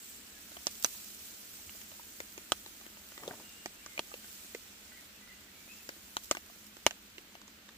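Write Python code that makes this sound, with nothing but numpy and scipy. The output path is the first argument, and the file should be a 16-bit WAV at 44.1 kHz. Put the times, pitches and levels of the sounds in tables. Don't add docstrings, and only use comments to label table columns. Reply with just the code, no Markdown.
import sys
import numpy as np
from scipy import signal
from scipy.io import wavfile

SR = 44100
rng = np.random.default_rng(int(sys.argv[2]) if len(sys.argv) > 2 else 0)


def generate_wav(signal):
    frames = np.transpose(np.atleast_2d(signal))
    scaled = np.clip(frames, -1, 1) * 32767
    pcm = np.round(scaled).astype(np.int16)
    wavfile.write(sys.argv[1], SR, pcm)


N = 342657


def from_db(db):
    return np.exp(np.asarray(db) * (np.log(10) / 20))


def unit_rms(x):
    return x / np.sqrt(np.mean(x ** 2) + 1e-20)


def pan(db):
    return from_db([[db / 2], [-db / 2]])


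def butter(x, order, hz, kind):
    return signal.sosfilt(signal.butter(order, hz, kind, fs=SR, output="sos"), x)


def automation(rows):
    times, *columns = np.transpose(rows)
    return [np.interp(np.arange(N) / SR, times, column) for column in columns]


def at_hz(points, hz):
    freqs, values = np.transpose(points)
    return np.interp(np.log(hz), np.log(freqs), values)


def drift(rate_hz):
    step = 40
    pole = np.exp(-2 * np.pi * rate_hz * step / SR)
    slow = signal.lfilter([1], [1, -2 * pole, pole * pole], rng.standard_normal(N // step + 2002))[2000:]
    return np.interp(np.arange(N) / step, np.arange(len(slow)), unit_rms(slow))


def grains(per_s, spread_db):
    sizes = from_db(spread_db * np.minimum(rng.exponential(1, (2, N)), 5))
    signs = rng.choice([-1, 1], (2, N))
    return unit_rms(sizes * signs * (rng.random((2, N)) < per_s / SR))


def ring(t, hz, t60, phase):
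    return np.sin(2 * np.pi * hz * t + phase) * from_db(-60 * t / t60)


# frequency in Hz, left-right likeness (1 is mono).
BED_LIKENESS = [(60, 0.91), (130, 0.93), (290, 0.94), (640, 0.45), (1410, -0.071), (3100, -0.058),
                (6820, -0.058), (15000, -0.024)]
# frequency in Hz, left over right in dB.
BED_PAN = [(60, -1.0), (180, -1.5), (550, 0.5), (1650, -0.5), (4970, -2), (15000, -4)]
def noise_bed(sources, spectrum, flicker_db, tilt_db=0):
    out, shared_flicker = np.zeros((2, N)), drift(6)
    edges = np.geomspace(max(spectrum[0][0], 25), 17000, num=21)
    for k, (low, high) in enumerate(zip(edges, edges[1:])):
        mid_side = butter(sources[k % 2], 2, [low, high], "band")
        hz = np.sqrt(low * high)
        alike = at_hz(BED_LIKENESS, hz)
        to_stereo = pan(at_hz(BED_PAN, hz)) * np.sqrt([[1 + alike, 1 - alike]]) * [[1, 1], [1, -0.95]]
        band_db = at_hz(spectrum, hz) + tilt_db * np.log2(hz / 8000)
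        flicker = shared_flicker / 2 + drift(35)
        out += from_db(band_db + flicker_db * flicker) * (to_stereo @ mid_side)
    return unit_rms(out)


# frequency in Hz, relative level in dB.
WOOD_SPECTRUM = [(25, -12), (60, 0), (80, -0.5), (140, -14), (250, -2), (400, -8), (600, -10), (1000, -12),
                 (1500, -6), (3660, -9), (7500, -26.5), (9500, -27), (14800, -17), (17000, -42)]
# time in seconds, level in dB.
WOOD_FADER = [(0, -56.5), (4, -56.5), (7.77, -58)]
def rain_and_rumble():
    level_db, = automation(WOOD_FADER)
    return from_db(level_db) * noise_bed(rng.standard_normal((2, 2, N)), WOOD_SPECTRUM, flicker_db=.3)


def far_drone(hz=208, width_hz=19.4, level_db=-66.5):
    radius = np.exp(-np.pi * width_hz / SR)
    poles = [1, -2 * radius * np.cos(2 * np.pi * hz / SR), radius * radius]
    mid, side = signal.lfilter([1, 0, -1], poles, rng.standard_normal((2, N)))
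    return from_db(level_db) * unit_rms(mid + 0.14 * side * [[1], [-1]])


# start and length in seconds, first and last pitch in Hz, level in dB.
BIRD_NOTES = [(.3, .12, 1700, 1700, -62), (3.13, .1, 2050, 1940, -59), (3.42, .13, 2850, 2800, -58),
              (3.54, .14, 2840, 2810, -59.5), (3.47, .1, 2730, 2690, -61), (3.76, .06, 2740, 2720, -59),
              (3.8, .06, 2330, 2300, -60), (3.85, .14, 2150, 2080, -58), (4.91, .085, 1950, 2040, -56.5),
              (4.95, .06, 2130, 2150, -57), (4.97, .04, 1880, 1870, -59), (5.155, .04, 2700, 2700, -59),
              (5.2, .07, 2060, 2000, -58), (5.275, .065, 2000, 2020, -55), (5.28, .12, 2850, 2800, -66),
              (5.36, .07, 2040, 2030, -62), (5.45, .06, 1980, 1850, -61), (5.52, .15, 2260, 2380, -63),
              (5.66, .08, 2490, 2520, -59), (5.695, .06, 2650, 2620, -56), (5.745, .09, 2630, 2600, -57)]
def distant_bird(wet=.7, reverb_t60_s=.3):
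    song = np.zeros(N)
    waver = 1 + .006 * drift(15) + .018 * drift(80)
    flutter = from_db(2.5 * drift(45))
    for start, length, first_hz, last_hz, level_db in BIRD_NOTES:
        n, at = int(length * SR), int(start * SR)
        pitch = np.linspace(first_hz, last_hz, n) * waver[at:at + n]
        whistle = np.sin(2 * np.pi * np.cumsum(pitch) / SR)
        song[at:at + n] += from_db(level_db) * np.sqrt(np.hanning(n)) * whistle
    song *= flutter
    trees = rng.standard_normal((2, 12000)) * from_db(-60 * np.arange(12000) / SR / reverb_t60_s)
    trees /= np.sqrt(np.sum(trees ** 2, axis=1, keepdims=True))
    reverb = signal.fftconvolve(song[None], trees, axes=1)[:, :N]
    return np.sqrt(1 - wet ** 2) * song + wet * reverb


def soft_thud(start_s=1.663, hz=80, gain_db=-42, t60_s=.11):
    t = np.maximum(np.arange(N) / SR - start_s, 0)
    return from_db(gain_db) * ring(t, hz, t60_s, np.pi) * (1 - np.exp(-t * hz))


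# time of the crest in seconds, level in dB.
SLEEVE_TUGS = [(3.2, -56), (3.239, -49), (3.279, -48), (3.313, -45.5), (3.335, -56), (3.4, -52)]
def sleeve_rustle(rise_db_per_s=900, fall_db_per_s=445):
    cloth = butter(grains(1800, spread_db=2.0), 2, [120, 900], "band")
    t = np.arange(N) / SR
    envelope = sum(from_db(db + np.minimum(rise_db_per_s * (t - crest), fall_db_per_s * (crest - t)))
                   for crest, db in SLEEVE_TUGS)
    return envelope * unit_rms(cloth[0] + 0.32 * cloth * [[1], [-1]])


# centre in Hz, width in Hz.
SHEEN_BANDS = [(7800, 1000), (15300, 670)]
def sheen(fat, low_db, top_db):
    out = np.zeros((2, N))
    for crackle, (hz, width_hz), level_db in zip(fat, SHEEN_BANDS, (low_db, top_db)):
        band = unit_rms(butter(crackle, 2, [hz - width_hz / 2, hz + width_hz / 2], "band"))
        out += from_db(level_db + 1.5 * drift(40)) * band
    return out * pan(2.8)


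# frequency in Hz, relative level in dB.
SIZZLE_SPECTRUM = [(1200, -43), (2500, -7.5), (4500, -4.5), (6500, -1.5), (7900, 1), (8600, -3.5),
                   (9700, -1), (11200, -2.5), (12500, -5), (15200, 3.5), (17000, -10)]
# time in seconds, level in dB, tilt in dB per octave,
# lower sheen band in dB against that level.
SIZZLE_MOVES = [(0.0, -50.5, -1.5, -10), (.1, -49.5, -0.5, -6), (0.24, -52.5, -2.5, -10),
                (0.52, -51, -1.5, -21), (0.84, -46, -1, -13), (1.04, -48, -1, -19), (2.14, -51, -0.5, -19),
                (3.05, -53.5, -1.5, -16), (3.31, -51.5, -2, -15), (3.66, -54.5, -3, -8),
                (3.89, -54.5, -2.5, -12), (4.35, -49.5, -1, -18), (4.7, -53.5, -3.5, -14),
                (5.13, -56, -3, -24), (5.42, -57, -3.5, -15), (5.72, -54, -2, -36), (6.34, -54, -1, -18),
                (6.9, -57, -3, -27), (7.25, -59, -4.5, -24), (7.77, -61, -5.5, -16)]
def grill_sizzle():
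    level_db, tilt_db, sheen_db = automation(SIZZLE_MOVES)
    fat = [grains(8000, spread_db=2.5) for _ in range(2)]
    hiss = noise_bed(fat, SIZZLE_SPECTRUM, flicker_db=1.5, tilt_db=tilt_db)
    return from_db(level_db) * (hiss + sheen(fat, low_db=sheen_db, top_db=tilt_db - 17))


# start in seconds, level in dB.
LOUD_SPITS = [(0.2693, -48), (.615, -45), (0.711, -41), (0.779, -48), (0.825, -31), (0.837, -32),
              (0.86, -30), (1.044, -41), (1.146, -40), (1.538, -46), (2.5715, -46), (3.087, -44),
              (6.236, -40), (6.243, -40), (6.256, -43), (6.666, -46)]
def fat_spits(faint_count, loud_rise_s=.0013, faint_rise_s=.0003):
    out, t = np.zeros((2, N + 500)), np.arange(500) / SR
    times, sizzle_db = np.transpose(SIZZLE_MOVES)[:2]
    starts, chance = rng.random((faint_count, 2)).T * [[N / SR], [1]]
    faint_db = np.interp(starts, times, sizzle_db) + 5.5 - 2.5 * np.log(np.maximum(chance, .1))
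    for spits, rise in ((LOUD_SPITS, loud_rise_s), (zip(starts, faint_db), faint_rise_s)):
        envelope = t / rise * np.exp(1 - t / rise)
        for start, level_db in spits:
            at = round(start * SR)
            out[:, at:at + len(t)] += from_db(level_db) * envelope * rng.standard_normal((2, len(t)))
    return butter(out[:, :N] * pan(-2.5) + 1e-18, 2, 4000, "high")


# delay in seconds, gain in dB.
REFLECTIONS = [(.0033, -9), (.0058, -19), (.0085, -22), (.0125, -26)]
def with_reflections(direct):
    out = direct.copy()
    for delay, gain_db in REFLECTIONS:
        lag = int(delay * SR)
        out[:, lag:] += from_db(gain_db) * signal.lfilter([.6], [1, -.4], direct[::-1, :-lag])
    return out


def treble_pan(hz):
    return pan(-min(hz / 7000, 1))


# gain in dB, t60 in seconds.
SPOT_PARTIALS = [(12, 0.012), (11.5, 0.007), (13, 0.0077), (5.5, 0.0059)]
# pitch in Hz, gain in dB, t60 in seconds.
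TARP_MODES = [(410, 10, 0.0071), (1100, 5.5, 0.012), (4080, 11, 0.0039), (5400, 12.5, 0.0026),
              (6170, 7.5, 0.0049), (7110, 8, 0.004), (10920, 8, 0.0022), (15000, 0, 0.002)]
TARP_EQ_HZ = [330, 1300, 2200, 3300, 6500, 12000]
def drip(skin_hz, skin_t60, spot_hz, colour_db, scatter):
    t = np.arange(2600) / SR
    out = np.zeros((2, len(t)))
    crack_db, snap_db = colour_db[3:]
    swing_up = 1 - np.exp(-t / (.082 * skin_t60))
    out += ring(t, skin_hz, max(skin_t60, .004), 0) * swing_up
    out += from_db(-21) * ring(t, hz=95, t60=.026, phase=0)
    for hz, own_db, (gain_db, t60) in zip(spot_hz, colour_db[1:], SPOT_PARTIALS):
        phase = np.array([[0], [hz / 6000]])
        out += from_db(gain_db + own_db) * treble_pan(hz) * ring(t, hz, t60, phase)
    spray_db = -7.5 + .36 * snap_db
    for (hz, gain_db, t60), (detune, scatter_db, left, right) in zip(TARP_MODES, scatter):
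        eq_db = np.interp(np.log(hz), np.log(TARP_EQ_HZ), [*colour_db, spray_db])
        gain = from_db(gain_db + eq_db + scatter_db) * treble_pan(hz)
        phase = np.array([[left], [right]]) * min(hz / 8000, 1.1)
        out += gain * ring(t, hz * (1 + .02 * detune), t60, phase)
    splash = signal.lfilter([.35, .35], [1, -.3], rng.standard_normal((2, len(t))))
    splash_db, splash_t60 = max(crack_db, snap_db) - 6.5, .057
    out += from_db(splash_db - 60 * t / splash_t60) * splash
    attack = 1 - np.exp(-t / (.032 * skin_t60))
    return with_reflections(out * attack)


def place_drips(rows, start_offset_s=.003):
    out = np.zeros((2, N + 4000))
    scatters = rng.standard_normal((len(rows), len(TARP_MODES), 4))
    for row, scatter in zip(rows, scatters):
        start, level_db, skin_hz, *spot_hz, skin_ms = row[:8]
        *colour_db, pan_db = row[8:]
        sound = from_db(level_db) * pan(pan_db) * drip(skin_hz, skin_ms / 1000, spot_hz, colour_db, scatter)
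        lead_s = np.clip(.00008 * (pan_db + 2.5), -.0003, .0003)
        for side, shift in enumerate((-lead_s / 2, lead_s / 2)):
            at = round((start + start_offset_s + shift) * SR)
            out[side, at:at + sound.shape[1]] += sound[side]
    thinned = butter(out[:, :N] + 1e-18, 1, 180, "high")
    return butter(thinned, 1, 60, "high")


def far_drips(count):
    lowest = np.array([0, -56, 400, 900, 1750, 2600, 4500, 12, -24, -24, -18, -20, -18, -4])
    span = [N / SR, 10, 600, 700, 700, 1500, 3500, 4, 8, 8, 8, 8, 8, 5]
    return place_drips(lowest + rng.random((count, 14)) * span)


# start in seconds, level in dB, pitches of skin, tap, knock, crack and snap
# in Hz, skin t60 in ms, colour of sag, tap, knock, crack and snap in dB, left over right in dB.
NEAR_DRIPS = [(0.515, -37, 636, 1450, 2170, 3950, 6960, 9.2, -19, -17, -20.0, -20, -12, 0.5),
              (0.565, -30.5, 700, 1110, 2130, 3060, 7550, 13, -12, -19.5, -14, -13, -30, 1),
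              (0.666, -17, 674, 1010, 2440, 3420, 5750, 6.8, -17, -27, -43, -18.5, -5, -3.5),
              (0.843, -17, 724, 1350, 2310, 4200, 5950, 2.7, -45, -14, -44, -22.5, 0.5, -5),
              (1.691, -43.5, 810, 1210, 2360, 2820, 4530, 13, -27, -15, -4, -1, -18.0, -2),
              (1.748, -42, 600, 1100, 1900, 3000, 6000, 11, -10, -22, -24, -24, -24, -1),
              (1.812, -48, 385, 1650, 1900, 3120, 5760, 14.2, -33, -27.0, 1, -3, -2, 8.5),
              (1.913, -41.0, 590, 1130, 2440, 2860, 6340, 24, -12, -17, -21.0, -6, -15.0, 1.5),
              (1.993, -34, 970, 1260, 1750, 2870, 7240, 16, -12, -16.5, -20, -22.0, -23.0, 0.0),
              (2.2, -25.5, 480, 1490, 1980, 3550, 6900, 12.6, -29, -19, -6.5, -20, -11.5, 1.5),
              (2.375, -28, 413, 960, 2400, 3440, 6750, 16, -35, -21.5, -14, -25, -9, 1),
              (2.517, -8.5, 770, 1275, 2080, 3220, 7850, 3.5, -46, -19, -25, -15.5, -13, -2.0),
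              (2.659, -36, 426, 900, 1780, 3900, 7900, 12, -29, -14.5, -12.0, -9.5, -10, -0.5),
              (2.809, -40.5, 781, 1170, 2230, 2970, 7190, 14, -18.0, -17, -25.0, -13, -6, 0),
              (2.862, -34, 407, 1490, 1880, 3100, 7960, 8.3, -29, -25, -11, -18, -17, 4),
              (2.968, -40, 556, 900, 2380, 2800, 7710, 13.0, -17, -15, -14, -12, -21.0, 1.0),
              (3.117, -40, 600, 1410, 1810, 3000, 7910, 9.9, -19, -13, -13, -14, -16.0, -1.5),
              (3.175, -33, 395, 1290, 1910, 3610, 4850, 9.9, -31, -15.5, -9, -15, -11.0, 0),
              (3.232, -34.5, 545, 1250, 1750, 3130, 7520, 6, -38, -12, -8, -16, -26.0, 0),
              (3.275, -18.5, 463, 1220, 2360, 3550, 6230, 19, -22, -38, -28, -18.5, -19.5, 0.5),
              (3.307, -29, 694, 1590, 1730, 3690, 7740, 15, -27, -16, -13, -36.0, -30.0, -0.5),
              (3.656, -21.5, 710, 1930, 2270, 2950, 4830, 10, -8.5, -19.5, -14, -21, -11.5, -4),
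              (3.859, -33, 1160, 1550, 1780, 3130, 5960, 15, -9.5, -16, -14, -18, -4.5, -1.5),
              (3.975, -28.5, 616, 1070, 2390, 2840, 6420, 13, -32, -20.5, 0, -14, -18, 1),
              (3.99, -16, 637, 906, 2800, 3180, 4240, 5.9, -22, -24, -15, -15, -16, -1.5),
              (4.114, -36, 830, 1240, 1940, 3010, 6350, 14, -17, -10.5, -24, -27, -27.0, -6),
              (4.137, -27, 483, 910, 1750, 2650, 6010, 18, -30, -22.5, -31, -10, -21, 0.5),
              (4.241, -41.5, 800, 1550, 2000, 3300, 6000, 8.7, -17, -9, -22, -11, -18, 0),
              (4.545, -23, 443, 1600, 2070, 2490, 6460, 29, -11, -31, -9, -15, -10.5, -3.5),
              (4.917, -46, 900, 1500, 1840, 2900, 4500, 8.4, -17, -9.5, -4, -19, -20, -1),
              (5.272, -46, 700, 1400, 1800, 2900, 5000, 8.7, -16, -12, -9, -18, -20, -1.5),
              (5.888, -27, 533, 1600, 1820, 2620, 4970, 9.7, -18, -15, -10.5, -19, -8, 1),
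              (5.961, -42.5, 393, 1580, 1860, 2640, 5920, 14.0, -24.5, -28, -11, -18.0, -16.0, -1.5),
              (6.165, -17, 1030, 1370, 3220, 3840, 6350, 4.9, -21.5, -16, -16, -17.5, -13, 1.5),
              (6.309, -10, 603, 1275, 2150, 3030, 6400, 8, -17.5, -17.5, -17, -18.5, -8, -1),
              (6.347, -31, 1140, 1550, 1820, 3380, 6540, 9.6, -12, -7.5, -25.0, -14, -7, 0.5),
              (6.367, -24, 720, 940, 2280, 2740, 5430, 8.4, -16, -29, -10, -16, -20, 0.5),
              (6.495, -39.5, 705, 1100, 1870, 4380, 7080, 19, -16, -16, -24.0, -24, -16, 1.0),
              (6.765, -41, 427, 1390, 1750, 3300, 7980, 11, -13, -12.5, -16, -11, -4, -4),
              (6.862, -2, 655, 910, 2320, 2910, 6100, 5.6, -46, -24, -17.5, -17, -13, -1.5),
              (6.906, -30.5, 714, 1630, 1710, 2850, 5920, 12, -17, -26, -7, -6.5, -8.5, -4),
              (7.179, -35, 374, 1020, 2190, 2830, 4860, 17, -26.5, -27.0, -7.5, -5, -12, -3.5),
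              (7.35, -31, 760, 970, 2190, 2820, 5290, 10, -25, -25, -21, -16.5, -24, 1),
              (7.413, -41, 1100, 1510, 1750, 4220, 4540, 12, -16, -14, -25.0, -20, -5, 0),
              (7.476, -46, 393, 1010, 2000, 2920, 7100, 8.6, -24.0, -16, -10, -25.0, 2, -3),
              (7.687, -41.5, 1130, 1650, 1760, 3670, 4500, 12.2, -9, -17, -8, -10, -9, -2.5)]
def near_drips():
    return place_drips(NEAR_DRIPS)


def scene():
    drips = near_drips() + far_drips(count=60)
    grill = grill_sizzle() + fat_spits(faint_count=150)
    wood = rain_and_rumble() + far_drone() + distant_bird()
    return drips + grill + wood + soft_thud() + sleeve_rustle()


def record(dry, dip_hz=9500, cutoff_hz=15500):
    b, a = signal.iirpeak(dip_hz, Q=5.0, fs=SR)
    coloured = dry - 0.43 * signal.lfilter(b, a, dry)
    return signal.sosfilt(signal.ellip(10, 1, 70, cutoff_hz, fs=SR, output="sos"), coloured)


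dry = scene()
out = record(dry)
generate_wav(out)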